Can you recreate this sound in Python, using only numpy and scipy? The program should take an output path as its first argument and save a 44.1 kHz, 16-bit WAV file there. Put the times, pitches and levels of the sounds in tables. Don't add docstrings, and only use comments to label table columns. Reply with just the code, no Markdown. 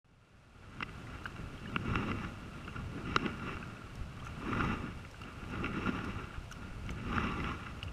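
import sys
import numpy as np
from scipy import signal
from scipy.fft import rfft, irfft, next_fast_len
from scipy.io import wavfile
from scipy.ndimage import uniform_filter1d, map_coordinates

SR = 44100
rng = np.random.default_rng(int(sys.argv[2]) if len(sys.argv) > 2 else 0)


def boost_factor(decibels):
    exponent = np.asarray(decibels, float) / 20
    return 10 ** exponent


def wav_record(signal):
    frames = np.transpose(np.atleast_2d(signal))
    bounded = np.clip(frames, -1, 1)
    quanta = np.round(bounded * 32767).astype(np.int16)
    wavfile.write(sys.argv[1], SR, quanta)


N = 349272

# [f/Hz, level/dB]
WASH_SPECTRUM = [(240, -22), (400, -3.5), (632, -3.5), (983, -8), (1130, -4.5), (1400, -15), (1580, -9),
                 (1840, -13), (2690, -10), (3430, -15.5), (9100, -26), (15300, -40.5)]
# [f/Hz, level/dB]
RUMBLE_SPECTRUM = [(8.8, -48), (15, -3.5), (112, 1.5), (157, -4), (231, -13.5), (299, -27.5), (700, -35),
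                   (910, -27.5), (1540, -120)]
# [t/s, rumble level/dB]
LURCHES = [(.08, -48), (.78, -46.5), (1.15, -50), (1.41, -44), (1.94, -36.5), (2.25, -43.5), (2.53, -52),
           (2.82, -42.5), (3.13, -40.5), (3.55, -45), (4.01, -45), (4.28, -46), (4.65, -36.5), (4.95, -49),
           (5.6, -40.5), (5.87, -40.5), (6.15, -43.5), (6.4, -50), (6.65, -48), (6.9, -42.5), (7.17, -37.5),
           (7.45, -41), (7.9, -43)]
# [t/s, peak level/dB, push length/s]
SLAPS = [
    (2.78, -42, 0.0032),
    (3.553, -33, 0.0027),
    (4.012, -29.5, 0.0034),
    (6.381, -34, 0.0033),
    (6.41, -39.5, 0.0028),
    (6.713, -36.5, 0.0049),
    (6.905, -31, .002),
    (6.924, -32, .002),
]
# [t/s, peak level/dB, f/Hz, t60/s]
LARGE_DRIPS = [(1.07, -42, 1970, .02), (1.256, -22.5, 1500, 0.014), (1.6578, -36, 1700, .024),
               (3.6282, -37.5, 1510, 0.034), (3.818, -36, 1330, 0.017), (4.173, -40, 1380, 0.018),
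               (4.223, -40.5, 1150, 0.041), (5.1437, -35.5, 1440, 0.011), (5.2167, -36.5, 1300, 0.027),
               (5.859, -31, 1392, 0.09), (6.5133, -35.5, 1410, 0.024), (6.522, -42, 1240, 0.029)]
# [t/s, peak level/dB, f/Hz, t60/s]
SMALL_DRIPS = [(1.256, -39.5, 2830, .028), (1.5766, -46, 3170, 0.021), (1.6387, -51, 2680, .03),
               (1.673, -46, 2900, 0.076), (2.6469, -42.5, 2750, .027), (2.691, -42, 2700, .039),
               (3.627, -31.5, 2530, 0.0099), (3.767, -46.5, 2570, 0.033), (4.1984, -46, 3120, .03),
               (4.2766, -43, 2490, .021), (5.0499, -46, 2630, 0.016), (5.215, -46, 2730, 0.035),
               (5.2355, -37, 2770, 0.017), (6.525, -40.5, 2850, .02), (7.829, -24, 2800, 0.012),
               (7.88, -39, 2730, 0.025)]
# [t/s, peak level/dB, f/Hz, length/s]
SHELL_DROPS = [(1.244, -46, 4140, 0.004), (1.2645, -49, 4260, 0.0079), (3.9534, -44.5, 5430, 0.0058),
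               (4.246, -50, 5820, 0.012), (4.259, -50, 6000, 0.012), (4.272, -47, 6100, 0.0082),
               (5.111, -47.5, 5430, 0.0084), (5.216, -46, 4360, 0.0072), (5.3278, -52, 4380, 0.004),
               (5.5014, -50, 5400, 0.0071), (6.045, -45, 4220, 0.0088), (6.508, -56, 6100, 0.003),
               (6.5134, -44, 6200, 0.0071), (6.5226, -36.5, 5560, 0.0071), (6.8633, -50, 5520, 0.0045),
               (6.904, -45, 6000, 0.014), (7.833, -44, 4500, 0.0082)]
# [f/Hz, width/Hz, level/dB]
SPLASH_MODES = [(2800, 740, 1), (8700, 2500, -13.5), (11700, 4700, -15), (13400, 870, -62)]
# [f/Hz, width/Hz, level/dB]
HOUSING_MODES = [(808, 30, 2), (1200, 206, 6.5), (1411, 91, 12), (1688, 190, 0.5), (2007, 64, 3),
                 (2253, 118, 1.5), (2730, 156, 5), (3280, 400, -9.5), (3868, 122, -7.5), (5390, 340, -12.5),
                 (7110, 230, -22), (9100, 340, -33.5)]
# [f/Hz, width/Hz, level/dB]
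MOUNT_MODES = [(187.6, 83.3, -0.5), (260.6, 85, 1), (365.5, 111, -5.5)]
# [t/s, hollow peak level/dB, upper ring level/dB, edge ring level/dB, length/s]
KNOCKS = [(.804, -23.5, -12, -23, 0.0036), (0.8241, -25.5, -2, -25, .004), (0.8273, -30, 6.5, -8.5, 0.0067),
          (.8924, -44, 5, -31, 0.0022), (1.26, -30, -16, -23, 0.0062), (1.7608, -20, -1, -37, 0.0018),
          (3.161, -14, -5.5, -8.5, 0.0026), (3.262, -28.5, 0, -14, 0.0015), (4.2665, -32, -15, -26, 0.0066),
          (6.891, -35.5, -0.5, -16, 0.0066), (7.1803, -17.5, -25, -37, 0.0036),
          (7.828, -48.5, 10.5, 3, .0056)]
# [t/s, hollow peak level/dB, upper ring level/dB, length/s]
JOLTS = [(1.933, -29, -14, 0.011), (2.114, -26, -4, 0.0055), (2.246, -34, -7, 0.0068),
         (2.676, -35, -5.5, 0.0076), (4.528, -25, -15, 0.0083), (4.6032, -21, -12, 0.0099),
         (4.646, -32.5, -4, 0.0047), (5.049, -42.5, -5, .003), (5.145, -46, -8, 0.0033),
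         (5.555, -36.5, -4, 0.004), (5.642, -29, 0, 0.0051), (5.659, -35, 7.5, 0.004),
         (5.76, -32.5, -22, 0.0049), (5.988, -31.5, -8, .0049), (6.079, -45, -16, 0.0023),
         (7.127, -29.5, -7, .006), (7.4, -32, 0, .007), (7.442, -31, 2, 0.0032), (7.66, -37, -4.5, 0.02)]
KNOCK_CORNERS_HZ = [900, 2200, 2970, 5540]
# [t/s, level/dB]
STRAP_REST = [(0, -58.5), (.55, -61), (.9, -56.5), (1.5, -56), (2.45, -55.5), (3.0, -58), (3.7, -54.5),
              (4.1, -59), (4.9, -52), (5.15, -66), (5.4, -54.5), (6.2, -59.5), (6.45, -63), (6.8, -57.5),
              (7.0, -53.5), (7.75, -56), (7.92, -57)]
# [t/s, hold/s, rub level/dB, mount thrum over rub level/dB]
STRAP_TUGS = [(.62, 0, -59, -8), (0.722, 0.11, -56, 4.5), (1.14, 0.019, -54, -2),
              (1.668, 0.083, -54.5, 7.5), (1.885, 0.14, -42.5, 3.5), (2.11, 0, -41.5, 5),
              (2.211, 0.028, -45, 0.5), (2.77, 0.025, -50.5, 1), (2.96, 0.022, -53, 11),
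              (3.07, 0.082, -45.5, 0.5), (3.258, 0, -40, 4.5), (3.435, 0.094, -45.5, 3),
              (4.26, 0.022, -51.5, -8), (4.455, 0.069, -43.5, 5), (4.576, 0.15, -39.5, 2),
              (4.806, 0.028, -51, 7), (5.23, 0.079, -54.5, 1.5), (5.54, 0.024, -48, 4),
              (5.638, 0.027, -42.5, 5.5), (5.77, 0.024, -44, 5.5), (5.879, 0, -38, 2.5),
              (5.952, .15, -46, 2.5), (6.192, 0.028, -46, 1.5), (6.35, 0, -51, -5), (6.64, 0.012, -51, 4.5),
              (7.075, .05, -49, 6.5), (7.166, 0.094, -38.5, 0.5), (7.26, 0.12, -44, 2),
              (7.454, 0.059, -41, -1.5), (7.598, 0.094, -50.5, -8)]


def unit(x):
    return x / np.sqrt(np.mean(x ** 2) + 1e-20)


def curves(rows):
    t_s, *columns = np.transpose(rows)
    return [np.interp(np.arange(N) / SR, t_s, column) for column in columns]


def wobble(rate_hz):
    knots = rng.standard_normal(int(N * rate_hz / SR) + 4)
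    return map_coordinates(knots, [np.arange(N) * rate_hz / SR])


def filtered(x, response):
    size = next_fast_len(N + SR // 2)
    return irfft(rfft(x, size) * response(np.fft.rfftfreq(size, 1 / SR)), size)[:N]


def ringing(x, response):
    y = irfft(rfft(x) * response(np.fft.rfftfreq(len(x), 1 / SR)), len(x))
    return y / np.max(np.abs(y))


def colour(points):
    f_hz, level_db = np.transpose(points)
    return lambda hz: boost_factor(np.interp(np.log(hz + 1), np.log(f_hz + 1), level_db, -120, -120))


def resonance(f, centre_hz, width_hz, level_db):
    loss = 1j * f * width_hz
    return boost_factor(level_db) * loss / (centre_hz * centre_hz - f * f + loss)


def body(modes):
    return lambda f: sum((-1) ** k * resonance(f, *mode) for k, mode in enumerate(modes))


def damped(response, corner_hz):
    return lambda f: response(f) / (1 + 1j * f / corner_hz) ** 2


def slips(rate_hz, spread_db, grit):
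    draw = rng.random((2, N))
    size = boost_factor(-spread_db * np.log(1 - draw[1]))
    jerks = (draw[0] < rate_hz / SR) * size * rng.standard_normal(N)
    return np.sqrt(grit) * unit(jerks) + np.sqrt(1 - grit) * rng.standard_normal(N)


def burst(length_s):
    t = np.arange(4096) / SR
    fall_s = max(length_s, 1e-3)
    z = rfft(rng.standard_normal(len(t)) * boost_factor(-20 * t / fall_s))
    even = irfft(z / np.sqrt(np.abs(z) * np.mean(np.abs(z))), len(t))
    build_up_s = max(0.27 * length_s, 1e-4)
    return even * boost_factor(-10 * t / fall_s) * (1 - np.exp(-t / build_up_s))


def add(track, t_s, sound):
    start = round(t_s * SR)
    track[start:start + len(sound)] += sound[:N - start]


def swells(starts_s, holds_s, peaks_db, under_db, rise_db_s, fall_db_s):
    step = 64
    t = np.arange(0, N + step, step) / SR
    late_s = t - np.asarray(starts_s)[:, None]
    before_s = np.clip(-late_s, 0, None)
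    after_s = np.clip(late_s - np.abs(holds_s)[:, None], 0, None)
    level_db = np.asarray(peaks_db)[:, None] - (rise_db_s * before_s + fall_db_s * after_s)
    power = np.sum(boost_factor(2 * level_db), axis=0)
    return 10 * np.log10(np.interp(np.arange(N) / SR, t, power) + boost_factor(2 * under_db))


def strap():
    t_s, hold_s, peak_db, thrum_db = np.transpose(STRAP_TUGS)
    rest_db, = curves(STRAP_REST)
    rates = dict(rise_db_s=156, fall_db_s=175)
    rub_db = swells(t_s, hold_s, peak_db, rest_db, **rates)
    mount_db = swells(t_s, hold_s, peak_db + thrum_db, rest_db + 2, **rates)
    pull_db = uniform_filter1d(rub_db, size=SR // 4) - np.median(rub_db)
    return rub_db, mount_db, pull_db


def wash():
    rest_db, swell_per_pull_db = -69, 0.0857
    level_db = rest_db + swell_per_pull_db * strap()[2]
    noise = filtered(slips(2500, spread_db=1.5, grit=.3), colour(WASH_SPECTRUM))
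    top = filtered(noise, lambda f: (f > 4500) & (f < 12000))
    return boost_factor(level_db + .4 * wobble(10)) * noise / np.std(top)


def wind():
    t_s, peak_db = np.transpose(LURCHES)
    level_db = swells(t_s, 0 * t_s, peak_db, under_db=-51.5, rise_db_s=56, fall_db_s=55)
    rumble = filtered(rng.standard_normal(N), colour(RUMBLE_SPECTRUM))
    return boost_factor(level_db) * unit(boost_factor(0.28 * wobble(25)) * rumble)


def slaps():
    out, t = np.zeros(N), np.arange(SR // 20) / SR
    for t_s, peak_db, length_s in SLAPS:
        u = t / length_s
        add(out, t_s, -boost_factor(peak_db + 5) * u * (2.4 - u) * np.exp(-u))
    return out


def fizz():
    out, t = np.zeros(N), np.arange(SR // 25) / SR
    rub_db = strap()[0]
    for when, pitch, size in rng.random((500, 3)):
        f_hz = 1000 * 3.6 ** pitch
        level_db = rub_db[int(when * N)] - 7.0 - 3 * np.log(1 - size) - 7 * pitch
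        cycles = f_hz * t * (1 + 4 * t)
        envelope = boost_factor(level_db - 60 * cycles / 40) * (1 - np.exp(-cycles / 1.4))
        add(out, when * N / SR, envelope * np.sin(2 * np.pi * cycles))
    return out


def drips():
    out, t = np.zeros(N), np.arange(SR // 10) / SR
    for t_s, peak_db, f_hz, t60_s in LARGE_DRIPS + SMALL_DRIPS:
        cycles = f_hz * (t + 0.15 * (t * t / t60_s - 0.18 * t))
        envelope = boost_factor(peak_db + 1.5 - 60 * t / t60_s) * (1 - np.exp(-t / 0.00078))
        add(out, t_s, envelope * np.sin(2 * np.pi * cycles))
    return out


def drop_response(f_hz):
    splash, pitch = body(SPLASH_MODES), body([(f_hz, 900, 0)])

    def response(f):
        tick = splash(f) + boost_factor(-1.5) * pitch(f) ** 2
        return tick * (1j * f / (1j * f + 4000)) ** 2 / (1 + (f / 12000) ** 6)
    return response


def drops():
    out = np.zeros(N)
    for t_s, peak_db, f_hz, length_s in SHELL_DROPS:
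        add(out, t_s, boost_factor(peak_db) * ringing(burst(length_s), drop_response(f_hz)))
    return out


def knocks():
    out = np.zeros(N)
    blows = [(*row, 1.4) for row in KNOCKS]
    for t_s, peak_db, upper_db, length_s in JOLTS:
        blows.append((t_s, peak_db, upper_db, -21 + 0.54 * upper_db, length_s, 1.14))
    for t_s, peak_db, upper_db, edge_db, length_s, grip in sorted(blows):
        held = [(f_hz, grip * width_hz, db) for f_hz, width_hz, db in MOUNT_MODES + HOUSING_MODES]
        families = [held[:3], held[4:7], held[7:11], held[11:]]
        thud_db = -4 + np.clip(upper_db, -15, 0)
        blow = burst(length_s)
        for modes, corner_hz, db in zip(families, KNOCK_CORNERS_HZ, [thud_db, -1, upper_db, edge_db]):
            add(out, t_s, boost_factor(peak_db + db) * ringing(blow, damped(body(modes), corner_hz)))
    return out


def rub():
    housing_db, mount_db, pull_db = strap()
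    stroke_s, left_pull_s = 1.36, 2.23
    rock = np.cos(np.pi * (np.arange(N) / SR - left_pull_s) / stroke_s)
    lean_db = 0.5 * rock + 0.24 * pull_db
    surge = wobble(45)
    force = slips(1500, spread_db=2.5, grit=.35)
    families = [HOUSING_MODES[:2], HOUSING_MODES[2:4], HOUSING_MODES[4:8], HOUSING_MODES[8:]]
    housing = np.zeros(N)
    for modes, weight_db in zip(families, [.5 * lean_db, -.5 * lean_db, 0, 0]):
        wander_db = 1.2 * surge + 1.2 * wobble(55) + weight_db
        housing += boost_factor(wander_db) * filtered(force, damped(body(modes), corner_hz=6000))
    drag = slips(400, spread_db=1.5, grit=.4) + .4 * force
    thrum = filtered(drag, damped(body(MOUNT_MODES), corner_hz=1200))
    thrum = boost_factor(.7 * surge + .8 * wobble(30)) * thrum
    return boost_factor(housing_db) * unit(housing) + boost_factor(mount_db) * unit(thrum)


def scene():
    background = wash() + wind() + slaps()
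    water = fizz() + drips() + drops()
    return (background + water + knocks() + rub())[None]


def sparse_top(x, from_hz, to_hz, kept, line_db):
    f_hz, _, z = signal.stft(x, SR, nperseg=2048)
    size = np.abs(z) + 1e-12
    threshold = np.quantile(size, 1 - kept, axis=-1, keepdims=True)
    steps = np.floor(np.sqrt(size / threshold))
    coarse = boost_factor(line_db) * steps ** 2 * z / size
    z = np.where(f_hz[:, None] > from_hz, coarse, z) * (f_hz[:, None] < to_hz)
    return signal.istft(z, SR, nperseg=2048)[1][..., :N]


def top_cut(x):
    return signal.sosfilt(signal.butter(12, 15430, fs=SR, output="sos"), x)


def record(dry):
    t = np.arange(N) / SR
    start_s, fade_s, fade_db = .045, 0.94, -19
    opening = (t > start_s) * boost_factor(fade_db * np.clip(1 - t / fade_s, 0, 1))
    mix = sparse_top(dry * opening, from_hz=12800, to_hz=15290, kept=.24, line_db=-101)
    return top_cut(mix)


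dry = scene()
out = record(dry)
wav_record(out)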